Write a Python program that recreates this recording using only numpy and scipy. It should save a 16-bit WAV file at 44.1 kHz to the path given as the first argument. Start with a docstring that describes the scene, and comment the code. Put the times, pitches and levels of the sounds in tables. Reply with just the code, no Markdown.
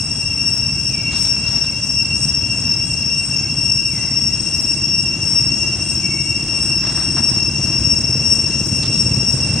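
"""A cicada whines close on the left: a fast click train, summed from overtones of a rate that zigzags in a
repeating figure, with echoes off the trunks. More insects sing far off as noise in narrow bands.
An engine idles nearby, filtered firing pulses plus gas noise, over shaped-noise traffic rumble and hiss.
A bird drops falling whistles, swept sines, and monkeys scuff dry leaves and grit, trains of tiny cracks."""
import sys
import numpy as np
from scipy import signal
from scipy.fft import rfft, irfft, next_fast_len
from scipy.io import wavfile
from scipy.ndimage import uniform_filter1d, map_coordinates

SR = 44100
rng = np.random.default_rng(int(sys.argv[2]) if len(sys.argv) > 2 else 0)


def file_out(sig):
    """Save sig as 16-bit WAV at sys.argv[1]."""
    # one column per channel
    cols = np.atleast_2d(sig).T
    # limit, then scale
    lim = np.clip(cols, -1, 1)
    pcm = np.round(lim * 32767).astype(np.int16)
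    wavfile.write(sys.argv[1], SR, pcm)


N = 423360
T = np.arange(N) / SR

# cicada overtones as multiples of the click rate; halves come from the two ribbed drums taking turns
MULTIPLES = [4, 5, 5.5, 6, 7, 8, 9, 10, 10.5, 11, 11.5, 12, 13, 14, 15, 15.5, 16, 17, 18, 19, 20, 21, 25]
# strength of each overtone: (relative level [dB], left over right [dB])
OVERTONES = [(-35, -3), (-6.5, 2), (-35, 2), (-31, 1), (-33, 2), (-30.5, 13), (-21, -4), (7.5, 4.5),
             (-33, 2), (-10.5, 9), (-61, -2), (-13, 10), (-23.5, -10), (-17.5, 0), (-3, 7.5), (-49, -1),
             (-22.5, 0), (-36, -2), (-58, 1), (-33.5, -6), (-19.5, 4), (-62, -4), (-59, 3)]


def amp(db):
    """Amplitude factor of a level in dB."""
    return np.exp(np.asarray(db) * np.log(10) / 20)


def unit(x):
    """x scaled to rms 1."""
    return x / np.sqrt(np.mean(x ** 2) + 1e-20)


def gain_at(points, hz):
    """Gain of (Hz, dB) points on a log frequency axis, -120 dB outside them."""
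    f, db = np.transpose(points)
    level_db = np.interp(np.log(hz + 1), np.log(f + 1), db, left=-120, right=-120)
    return amp(level_db)


def curves(rows, t=T, period=None):
    """One value per sample for each column after the time."""
    s, *cols = np.transpose(rows)
    return [np.interp(t, s, c, period=period) for c in cols]


def wobble(knots_per_s):
    """Smooth random curve: a spline through normal knots."""
    knots = rng.standard_normal(int(N * knots_per_s / SR) + 4)
    return map_coordinates(knots, [T * knots_per_s])


def filtered(x, response):
    """x with its spectrum times response(hz), zero-padded against wrap-around."""
    m = next_fast_len(x.shape[-1] + 8192)
    hz = np.fft.rfftfreq(m, 1 / SR)
    return irfft(rfft(x, m) * response(hz), m)[..., :x.shape[-1]]


def stereo(pair):
    """Two unrelated signals shared between the microphone ports: alike in the bass, apart in the treble."""
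    # left-right correlation: (frequency [Hz], correlation [0-1])
    likeness = [(60, .995), (200, .998), (630, .96), (1400, .86), (3000, .9), (6500, .4), (12000, .25)]
    f, alike = np.transpose(likeness)

    def mid_side_gains(hz):
        correlation = np.interp(np.log(hz + 1), np.log(f), alike)
        angle = np.arccos(np.clip(correlation, -1, 1)) / 2
        return np.array([np.cos(angle), np.sin(angle)])

    mid, side = filtered(pair, mid_side_gains)
    return np.array([mid + side, mid - side])


def noise(response):
    """Stereo noise of rms 1, coloured by response(hz)."""
    white = rng.standard_normal((2, N))
    return unit(filtered(stereo(white), response))


def trees(x, t60_s, wet_db):
    """x plus echoes off the trunks: clumpy decaying noise, dulled by leaves and air."""
    # echo colour: (frequency [Hz], gain [dB])
    echo_colour = [(1000, 0), (3000, 0), (5500, -5), (8000, -8), (15000, -13)]
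    t = np.arange(SR) / SR
    decay = amp(-60 * t / t60_s + 3 * wobble(40)[:SR])
    tail = stereo(rng.standard_normal((2, SR))) * decay * (t > .01)
    tail = filtered(tail / np.linalg.norm(tail[0]), lambda hz: gain_at(echo_colour, hz))
    # the last second stands in for the sound before the start, so echoes are there from the first sample
    extended = np.hstack([x[:, -SR:], x])
    echoes = signal.fftconvolve(extended, tail, axes=1)
    return x + amp(wet_db) * echoes[:, SR:SR + N]


def cicada():
    """Overtones of the click rate; echoes of earlier pitches beat against the present one."""
    # turning points of the repeating zigzag: (time in figure [s], click rate [1/s])
    zigzag = [(0, 542.4), (.14, 551.4), (.225, 546.5), (.28, 551.4), (.335, 544.2), (.42, 551),
              (.55, 544.5), (.625, 549.6)]
    # course of the song: (time [s], loudness [dB], belly resonance on low overtones [dB])
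    song_course = [(0, -27, -3), (1, -27.5, -1), (6.8, -27, -0.5), (7.6, -26, -0.5), (9.6, -24.5, -8.5)]
    figure_s, surge_s = .677, .19
    rest_effort_db, surge_db = -3.2, 3.2  # spectral tilt per 4 multiples about the 8th

    rate, = curves(zigzag, period=figure_s)
    rate = uniform_filter1d(rate, size=700)
    rate = rate + .4 * wobble(1.2) + .4 * wobble(25)
    phase = 2 * np.pi * np.cumsum(rate) / SR

    # two surges a figure, the first at surge_s
    surge = np.cos(2 * np.pi * (T - surge_s) / figure_s) ** 4
    effort_db = rest_effort_db + surge_db * surge + 1.3 * wobble(9)
    loudness_db, belly_db = curves(song_course)
    shimmer_db = 2.7 * wobble(6)  # moving air makes each overtone swell and sink on its own

    song = np.zeros((2, N))
    starts = rng.uniform(0, 2 * np.pi, len(MULTIPLES))
    for k, (db, pan_db), start in zip(MULTIPLES, OVERTONES, starts):
        # more effort is brighter
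        level = amp(db + effort_db * (k - 8) / 4 + belly_db * (k < 9))
        level *= amp(np.roll(shimmer_db, int(k * SR / 3)))
        left = level * np.exp(1j * (k * phase + start))
        right = left * np.exp(-.007j * k * k)  # right port lags, the high overtones most
        song += amp([[pan_db / 2], [-pan_db / 2]]) * np.real([left, right])
    return amp(loudness_db) * trees(song, t60_s=.55, wet_db=3)


def chorus():
    """Far cicadas of the same kind, a little lower and blurred, and other insects: noise in narrow bands."""
    # other far insects: (centre [Hz], width [Hz], level [dB])
    other_insects = [(1579, 59, -56), (2668, 325, -46.5), (5360, 560, -43), (5500, 480, -45.5),
                     (8310, 830, -51.5), (9350, 80, -58), (12080, 81, -67.5), (13300, 70, -69)]
    cicadas = [(542.5 * k, 8 * k, db - 32 - .4 * k) for k, (db, _) in zip(MULTIPLES, OVERTONES)]
    voices = cicadas + other_insects

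    def band(hz, centre_hz, width_hz, db):
        density = np.sqrt(SR / width_hz / 2)  # keeps band power independent of width
        return amp(db) * density * np.exp(-2 * ((hz - centre_hz) / width_hz) ** 2)

    insects = filtered(stereo(rng.standard_normal((2, N))), lambda hz: sum(band(hz, *v) for v in voices))
    return insects * amp([[1.5], [-1.5]]) * amp(1.5 * wobble(6.5))


def engine():
    """One exhaust thump per firing with a puff of gas noise, plus pipe resonance, drone and rasp."""
    # running state: (time [s], firing rate [1/s], level [dB], pipe resonance level [dB])
    running = [(0, 16.5, -36.5, -59), (3, 17.5, -33, -53.5), (4.5, 16.8, -38.5, -42.5),
               (6.8, 18.1, -39, -38.5), (7.25, 18.2, -30, -38.5), (8.5, 17.4, -26, -41.5),
               (9.6, 18.6, -26.5, -46)]
    # exhaust response: (frequency [Hz], gain [dB])
    exhaust = [(26, -40), (45, -21), (97, 0), (136, 3), (176, -14.5), (232, -3.5), (295, -26), (339, -17.5),
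               (384, -28), (499, -36), (552, -26), (900, -42), (1170, -61), (1980, -120)]
    drone_db = -45.5
    rasp_db, rasp_onset_db, rasp_knee_db = -41, -29, 1.2  # comes in as the engine level passes the onset

    rate, level_db, pipe_db = curves(running)
    cycles = np.cumsum(rate + .06 * wobble(3)) / SR  # one per firing
    angle = 2 * np.pi * cycles
    firings = np.diff(np.floor(cycles), prepend=0) * amp(1.6 * wobble(18))

    thumps = unit(filtered(firings, lambda hz: gain_at(exhaust, hz)))
    puffs = unit(noise(lambda hz: gain_at(exhaust, hz)) * (1 + np.cos(angle)) ** 2)
    pipe = unit(filtered(firings, lambda hz: np.exp(-((hz - 330) / 28) ** 2)))
    drone = np.sqrt(2) * np.sin(angle * 3)  # third order of the firing rate

    rasp_gate = 1 / (1 + np.exp((rasp_onset_db - level_db) / rasp_knee_db))
    rasp_noise = noise(lambda hz: np.exp(-((hz - 470) / 150) ** 2))
    rasp = amp(rasp_db) * rasp_gate * (1 + .5 * np.cos(angle)) * rasp_noise

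    body = amp(level_db) * (thumps + .57 * puffs)
    return body + amp(pipe_db) * pipe + amp(drone_db) * drone + rasp


def traffic():
    """Low rumble and the broad hiss of the surroundings, which swells with it."""
    # rumble course: (time [s], level [dB])
    rumble_course = [(0, -28.5), (5.5, -27.5), (7, -26), (8.6, -25.5), (9.6, -23.5)]
    # rumble and hiss spectra: (frequency [Hz], relative density [dB per Hz])
    rumble_colour = [(15, -63), (25, -33), (30, -23), (41, -16), (65, -3), (124, -1), (145, 0), (183, -5),
                     (281, -9), (311, -13.5), (379, -21), (500, -41), (650, -80), (1100, -120)]
    hiss_colour = [(250, -32), (400, -2), (700, -3), (1200, -6.5), (2000, -10), (3500, -13), (5000, -12),
                   (6300, -7.5), (7400, -12.5), (8500, -32), (9600, -32), (11000, -52), (13000, -70)]
    hiss_start_db, hiss_db_per_rumble_db = -39.5, 1

    rumble_db, = curves(rumble_course)
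    hiss_db = hiss_start_db + hiss_db_per_rumble_db * (rumble_db - rumble_db[0])
    rumble = amp(rumble_db + .63 * wobble(3.11)) * noise(lambda hz: gain_at(rumble_colour, hz))
    hiss = amp(hiss_db + 1.2 * wobble(6)) * noise(lambda hz: gain_at(hiss_colour, hz))
    return rumble + hiss


def bird():
    """Each whistle is a sine that falls fast and levels out; the trees smear it."""
    # whistles: (time [s], start [Hz], end [Hz], fall time constant [s], length [s], level [dB])
    whistles = [(.852, 3450, 2190, .045, .3, -40.5), (3.895, 2600, 1940, .04, .2, -43),
                (5.955, 3800, 2175, .036, .28, -40), (7.68, 2600, 1950, .05, .14, -51)]
    out = np.zeros(N + SR)
    for s, start_hz, end_hz, fall_s, length_s, db in whistles:
        t = np.arange(int(length_s * SR)) / SR
        hz = end_hz + (start_hz - end_hz) * np.exp(-t / fall_s)
        hz = hz + 30 * wobble(80)[:len(t)]  # breathy waver
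        shape = np.clip(t / .02, 0, 1) * (1 - t / length_s) ** .5
        tone = np.sin(2 * np.pi * np.cumsum(hz) / SR)
        out[round(s * SR):][:len(t)] += amp(db) * shape * tone
    flutter_and_pan_db = 3.6 * wobble(45) + [[.6], [-.6]]
    return trees(out[None, :N] * amp(flutter_and_pan_db), t60_s=1.4, wet_db=3)


def scuffs():
    """Hands and feet on dry leaves and grit: dense tiny uneven cracks under a quick rise and a fade."""
    # scuffs: (time [s], envelope time scale [s], level [dB], leaves over grit [dB])
    contacts = [(1.1, 0.17, -33.5, 6), (1.24, 0.072, -39.5, 7), (1.446, 0.12, -36.5, 4),
                (1.52, 0.13, -37.5, -1), (1.636, 0.033, -38, 12), (6.81, 0.24, -33.5, -3),
                (6.962, 0.23, -38.5, -2), (7.16, 0.062, -34, -9), (7.27, .09, -39, -1),
                (7.35, .07, -44, -9), (8.45, .18, -37.5, 3), (8.825, 0.055, -31, 8), (8.905, 0.14, -39, 12)]
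    # leaf and grit spectra: (frequency [Hz], relative density [dB per Hz])
    leaf_colour = [(1500, -30), (2500, -7), (3800, 0), (5500, 0), (7000, -4), (9000, -22), (12000, -50)]
    grit_colour = [(300, -14), (650, 0), (1600, 0), (2300, -6), (3500, -22), (5000, -50)]
    clumps_per_s, clump_db = 80, 1.6

    levels = np.zeros((2, N + SR))  # leaves, grit
    for s, scale_s, db, leaves_db in contacts:
        u = np.arange(int(3 * scale_s * SR)) / (scale_s * SR)
        split_db = np.array([[leaves_db], [-leaves_db]]) / 2
        levels[:, round(s * SR):][:, :len(u)] += amp(db + split_db) * 9 * u * np.exp(-4 * u)

    out = np.zeros((2, N))
    for colour, level in zip((leaf_colour, grit_colour), levels):
        hits = rng.random(N) < .12
        cracks = rng.standard_normal((2, N)) * hits * amp(1.2 * rng.exponential(size=N))
        clumps = unit(amp(clump_db * wobble(clumps_per_s)))
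        texture = unit(filtered(stereo(cracks), lambda hz: gain_at(colour, hz)))
        out += level[:N] * clumps * texture
    return out


def scene():
    """Sum of all sources."""
    return cicada() + chorus() + engine() + traffic() + bird() + scuffs()


def record(dry):
    """Band limit: nothing from 14.5 kHz up is kept."""
    top_hz = 14500
    return filtered(dry, lambda hz: hz < top_hz)


dry = scene()
out = record(dry)
file_out(out)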